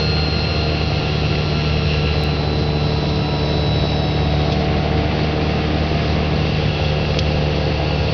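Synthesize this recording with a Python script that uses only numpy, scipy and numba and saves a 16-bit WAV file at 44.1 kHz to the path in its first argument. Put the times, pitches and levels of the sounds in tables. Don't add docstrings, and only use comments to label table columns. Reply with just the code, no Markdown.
import sys
import numpy as np
from scipy import signal
from scipy.fft import rfft, irfft, next_fast_len
from scipy.io import wavfile
from scipy.ndimage import map_coordinates
from numba import njit

SR = 44100
rng = np.random.default_rng(int(sys.argv[2]) if len(sys.argv) > 2 else 0)


def transcribe(u):
    v = np.clip(np.atleast_2d(u).T, -1, 1)
    q = np.round(v * 32767).astype(np.int16)
    wavfile.write(sys.argv[1], SR, q)


N = 358533

# (time [s], firing and blade rate [Hz])
BEAT_RATE = [(0, 76.77), (1.2, 75.4), (2.0, 74.9), (3.6, 73.7), (4.3, 74.18), (5.2, 75.8), (5.6, 76.04),
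             (6.0, 76.17), (7.6, 74.56), (8.13, 74.16)]

def crank_turns():
    beat_hz, = curves(BEAT_RATE)
    return np.cumsum(beat_hz / 2 * (1 + .0012 * walk(12))) / SR


# (crank order, peak level [dB])
BOOM_ORDERS = [(2, -21.5), (4, -19.7)]
# (nominal crank order, peak level off the spot [dB], lift at the spot [dB], spot [deg])
STANDING_ORDERS = [(5, -35, 7, 66), (6, -35, 5, 66), (7.9, -41.5, 13.5, 57), (10, -37, 5, 33),
                   (12, -28.5, -3.5, 110), (14, -40, 12, 116), (16, -43, 10.5, 55), (18, -37, 8, 63.3),
                   (20, -37, 4.5, 58), (26, -47.5, 9, 42), (31.83, -51, 11, 71)]
# (crank order, base level [dB])
WEAK_ORDERS = [(3.5, -39.5), (4.5, -44.5), (7.5, -42.5), (8.5, -38.5), (13, -45), (22, -44.5), (24, -48),
               (28, -48.5), (30, -46.5), (34, -48), (36, -49), (38, -47), (42, -57.5), (44, -47)]

def engine_drone(turns, aim_deg, scatter_rad=.188, crank_spot_width_deg=300):
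    def partial(order, smear_rad):
        order = round(2 * order) / 2
        cabin_phase = smear_rad * order * rng.standard_normal()
        return -np.cos(2 * np.pi * order * turns + cabin_phase)
    out = 0
    for order, db in BOOM_ORDERS:
        out += undb(db + .76 * walk(1.5)) * (1 + .08 * walk(7.3)) * partial(order, scatter_rad / 2)
    for order, db, lift_db, spot_deg in STANDING_ORDERS:
        width_deg = crank_spot_width_deg / order
        level_db = db + lift_db * near_spot(aim_deg, spot_deg, width_deg) + 1.84 * walk(2.49)
        out += undb(level_db) * (1 + .08 * walk(9)) * partial(order, scatter_rad / 2)
    for order, db in WEAK_ORDERS:
        level_db = db + .5 + 2.5 * walk(1.614)
        out += undb(level_db) * (1 + .21 * walk(22)) * partial(order, scatter_rad)
    return out


# (frequency [Hz], relative density [dB])
LOW_WASH_SPECTRUM = [(150, -20.5), (245, -3.5), (270, 0.5), (320, 0.5), (370, -1), (415, -0.5), (460, 1),
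                     (505, -2), (560, -3.5), (640, -17.5)]
HIGH_WASH_SPECTRUM = [(480, -14.5), (600, -0.5), (660, 2.5), (710, -0.5), (760, -0.5), (805, 0),
                      (900, -7.5), (1300, -15), (2200, -29.5)]

def propeller_wash(turns, aim_deg):
    gusts = blade_gusts(turns, depth_db=6.5, uneven_db=1.85)
    low = air_gain("low wash", aim_deg) * colour(noise() * gusts, LOW_WASH_SPECTRUM)
    high = air_gain("high wash", aim_deg) * colour(noise() * gusts, HIGH_WASH_SPECTRUM)
    return undb(.47 * walk(3)) * (low + high)


# (frequency [Hz], relative density [dB])
RUMBLE_SPECTRUM = [(14, -20), (28, -17), (48, -11.5), (70, -8.5), (105, 0), (130, -8), (195, -8.5),
                   (240, -20.5), (400, -32)]

def hull_rumble(rms_db=-24.5):
    return undb(rms_db + .5 * walk(3)) * colour(noise(), RUMBLE_SPECTRUM)


# (time [s], 3rd slot harmonic peak [dB], 4th slot harmonic peak [dB])
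WHINE_LEVELS = [(0, -23.5, -59), (0.599, -28, -56), (1.0, -37, -51.5), (1.9, -34.5, -41), (2.2, -32, -49.5),
                (3.2, -34, -43), (3.75, -27.5, -40), (4.05, -31.5, -38.5), (4.5, -37, -49)]
# (shaft order, initial peak level [dB])
ROTOR_TONES = [(7, -42), (9, -50), (16, -44), (22, -52), (23, -41), (25, -38), (26, -49), (30, -53),
               (31, -48), (33, -54)]

def pump(start_hz=175.4, sag_hz_per_s=3.15, slots=8, off_s=4.52):
    t = np.arange(N) / SR
    shaft_hz = (start_hz - sag_hz_per_s * t) * (1 + .0004 * walk(25))
    angle = 2 * np.pi * np.cumsum(shaft_hz) / SR
    out = undb(-36.5 - 2.5 * t + 2.5 * walk(5.5)) * np.sin(slots * angle)
    for harmonic, db in zip((3, 4), curves(WHINE_LEVELS)):
        out += undb(db + .2 * walk(12)) * np.sin(harmonic * slots * angle)
    for order, db in ROTOR_TONES:
        standing_wave_db = 2 * walk(4)
        out += undb(db - 2.17 * t + standing_wave_db) * np.sin(order * angle)
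    running = np.clip((off_s - t) / .02 + 1, 0, 1)
    return out * running


# (time [s], strength [dB], t60 scale, relative rattle [dB])
CONTACTS = [(4.521, -16.5, 2.5, -14), (4.526, -20, 2, -14), (7.1887, -1.5, 0.91, -15.5)]
# (frequency [Hz], relative level [dB], base t60 [s])
CONTACT_MODES = [(2600, -7, 0.016), (2895, -9.5, 0.021), (3310, -2, 0.02), (3550, -9.5, 0.021),
                 (4470, -8, .032), (5050, -8, 0.037), (5630, -13, 0.031), (6250, -37, .02)]

def clicks(rattle_t60_s=.053, rattle_hz=3600, rattle_width_hz=2200):
    out, t = np.zeros(N), np.arange(SR // 10) / SR
    for time_s, db, t60_scale, rattle_db in CONTACTS:
        modes = 0
        for hz, mode_db, t60_s in CONTACT_MODES:
            tilt_db = .46 * db * np.log2(hz / rattle_hz)
            decay_db = 60 * t / (t60_s * t60_scale)
            modes += undb(mode_db + tilt_db - decay_db) * np.sin(2 * np.pi * hz * t)
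        chatter = resonate_twice(rng.standard_normal(len(t)), rattle_hz, rattle_width_hz)
        chatter *= undb(rattle_db - 60 * t / rattle_t60_s)
        start = int(time_s * SR)
        out[start:start + len(t)] += undb(db) * (modes / 2 + chatter)
    return signal.sosfilt(signal.butter(4, (2300, 6200), "bandpass", fs=SR, output="sos"), out)


# (frequency [Hz], relative density [dB])
SLIPSTREAM_SPECTRUM = [(600, -16.5), (1100, -1.5), (1550, -2), (2100, 2), (2500, -0.5), (3200, -2.5),
                       (4500, -12.5), (6500, -48.5)]

def slipstream(turns, aim_deg):
    gusts = blade_gusts(turns, depth_db=0, uneven_db=2.5)
    return air_gain("slipstream", aim_deg) * colour(noise() * gusts, SLIPSTREAM_SPECTRUM)


# (frequency [Hz], relative density [dB])
SEAL_SPECTRUM = [(1500, -13), (2900, -11.5), (3200, 0), (3650, 1), (4000, 2.5), (4400, 2.5), (5000, -1.5),
                 (5600, -7.5), (6100, -16.5), (6700, -34)]

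def seal_hiss(aim_deg):
    return air_gain("seals", aim_deg) * undb(walk(10)) * colour(noise(), SEAL_SPECTRUM)


# (centre [Hz], nominal width [Hz])
HISS_BANDS = [(2715, 230), (3330, 180), (4460, 240)]
# (time [s], vent [dB], middle band [dB], upper band [dB])
HISS_LEVELS = [(0, -32, -44, -53), (1.6, -32, -41.5, -47.5), (2.03, -30, -42, -48),
               (2.45, -37.5, -51.5, -54), (4.5, -39.5, -51.5, -53.5), (6.4, -35.5, -46, -52.5),
               (6.85, -31.5, -36, -46), (7.2, -35, -44, -44), (8.13, -32.5, -42, -41)]

def resonant_hiss():
    return sum(undb(db + .89 * walk(12)) * resonate_twice(noise(), hz, 1.5 * width_hz)
               for (hz, width_hz), db in zip(HISS_BANDS, curves(HISS_LEVELS)))


AIR_LEVELS = {"low wash": -28, "high wash": -32, "slipstream": -34, "seals": -34}
# (noise name, lift [dB], spot [deg], width [deg])
CABIN_SPOTS = [("low wash", -1.1, 0, 8), ("low wash", 1.5, 78, 14), ("high wash", -1.8, 0, 5.3),
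               ("high wash", 1.7, 46, 28), ("high wash", 2, 120, 7), ("slipstream", 2.8, 67, 30),
               ("slipstream", -3.5, 42, 10), ("seals", -1.95, 57, 55)]

def air_gain(name, aim_deg):
    level_db = AIR_LEVELS[name]
    for source, lift_db, spot_deg, width_deg in CABIN_SPOTS:
        if source == name:
            level_db += lift_db * near_spot(aim_deg, spot_deg, width_deg)
    return undb(level_db)


def blade_gusts(turns, depth_db, uneven_db):
    beat = (2 * turns + .5).astype(int)
    cylinder_db = np.array([-.5, .5, 0, 0])[beat % 4]
    strength_db = depth_db + uneven_db * rng.standard_normal(1024)[beat] + cylinder_db
    return undb(strength_db * np.cos(2 * np.pi * turns) ** 4)


def near_spot(aim_deg, spot_deg, width_deg):
    return np.exp(-((aim_deg - spot_deg) / width_deg) ** 2)


def undb(db):
    return 10 ** (np.asarray(db) / 20)


def curves(table):
    time_s, *columns = np.transpose(table)
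    return [np.interp(np.arange(N) / SR, time_s, column) for column in columns]


def unit(x):
    return x / np.sqrt(np.mean(x ** 2))


def noise():
    return rng.standard_normal(N)


def walk(rate_hz):
    grid = np.arange(0, N, 64)
    coarse = map_coordinates(rng.standard_normal(2048), [grid * rate_hz / SR], mode="wrap")
    return unit(np.interp(np.arange(N), grid, coarse))


def colour(x, spectrum):
    size = next_fast_len(N)
    log_hz = np.log(np.maximum(np.arange(size // 2 + 1) * SR / size, 1))
    hz, db = np.transpose(spectrum)
    beyond = np.abs(log_hz - np.clip(log_hz, np.log(hz[0]), np.log(hz[-1])))
    gain = undb(np.interp(log_hz, np.log(hz), db) - 60 * beyond)
    return unit(irfft(rfft(x, size) * gain, size)[:N])


def resonate_twice(x, hz, width_hz):
    b, a = signal.iirpeak(hz, hz / width_hz, SR)
    return unit(signal.lfilter(b, a, signal.lfilter(b, a, x)))


def low_pass(x, hz):
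    return signal.sosfilt(signal.ellip(10, .2, 80, hz, fs=SR, output="sos"), x)


@njit
def peak_follower(x, release):
    out, peak = np.empty(len(x)), 0.
    for i in range(len(x)):
        peak = max(abs(x[i]), peak * release)
        out[i] = peak
    return out


# (time [s], aim [deg])
MICROPHONE_AIM = [(0, -2), (2.0, -1), (2.5, 36), (4.2, 49.5), (6.35, 82), (6.9, 107.5), (8.13, 125.5)]

def scene():
    turns = crank_turns()
    aim_deg, = curves(MICROPHONE_AIM)
    drone = engine_drone(turns, aim_deg)
    hull = propeller_wash(turns, aim_deg) + hull_rumble()
    hiss = slipstream(turns, aim_deg) + seal_hiss(aim_deg) + resonant_hiss()
    return (drone + hull + hiss + pump() + clicks())[None]


def record(dry, ceiling=.5, release_s=.21, top_hz=6650, tick_s=2.237, tick_top_hz=16000):
    peak = peak_follower(dry[0], np.exp(-1 / (release_s * SR)))
    limited = dry * np.minimum(1, ceiling / (peak + 1e-9))
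    tick = undb(-15.5) * signal.unit_impulse(N, int(tick_s * SR))
    return low_pass(low_pass(limited, top_hz) + tick, tick_top_hz)


dry = scene()
out = record(dry)
transcribe(out)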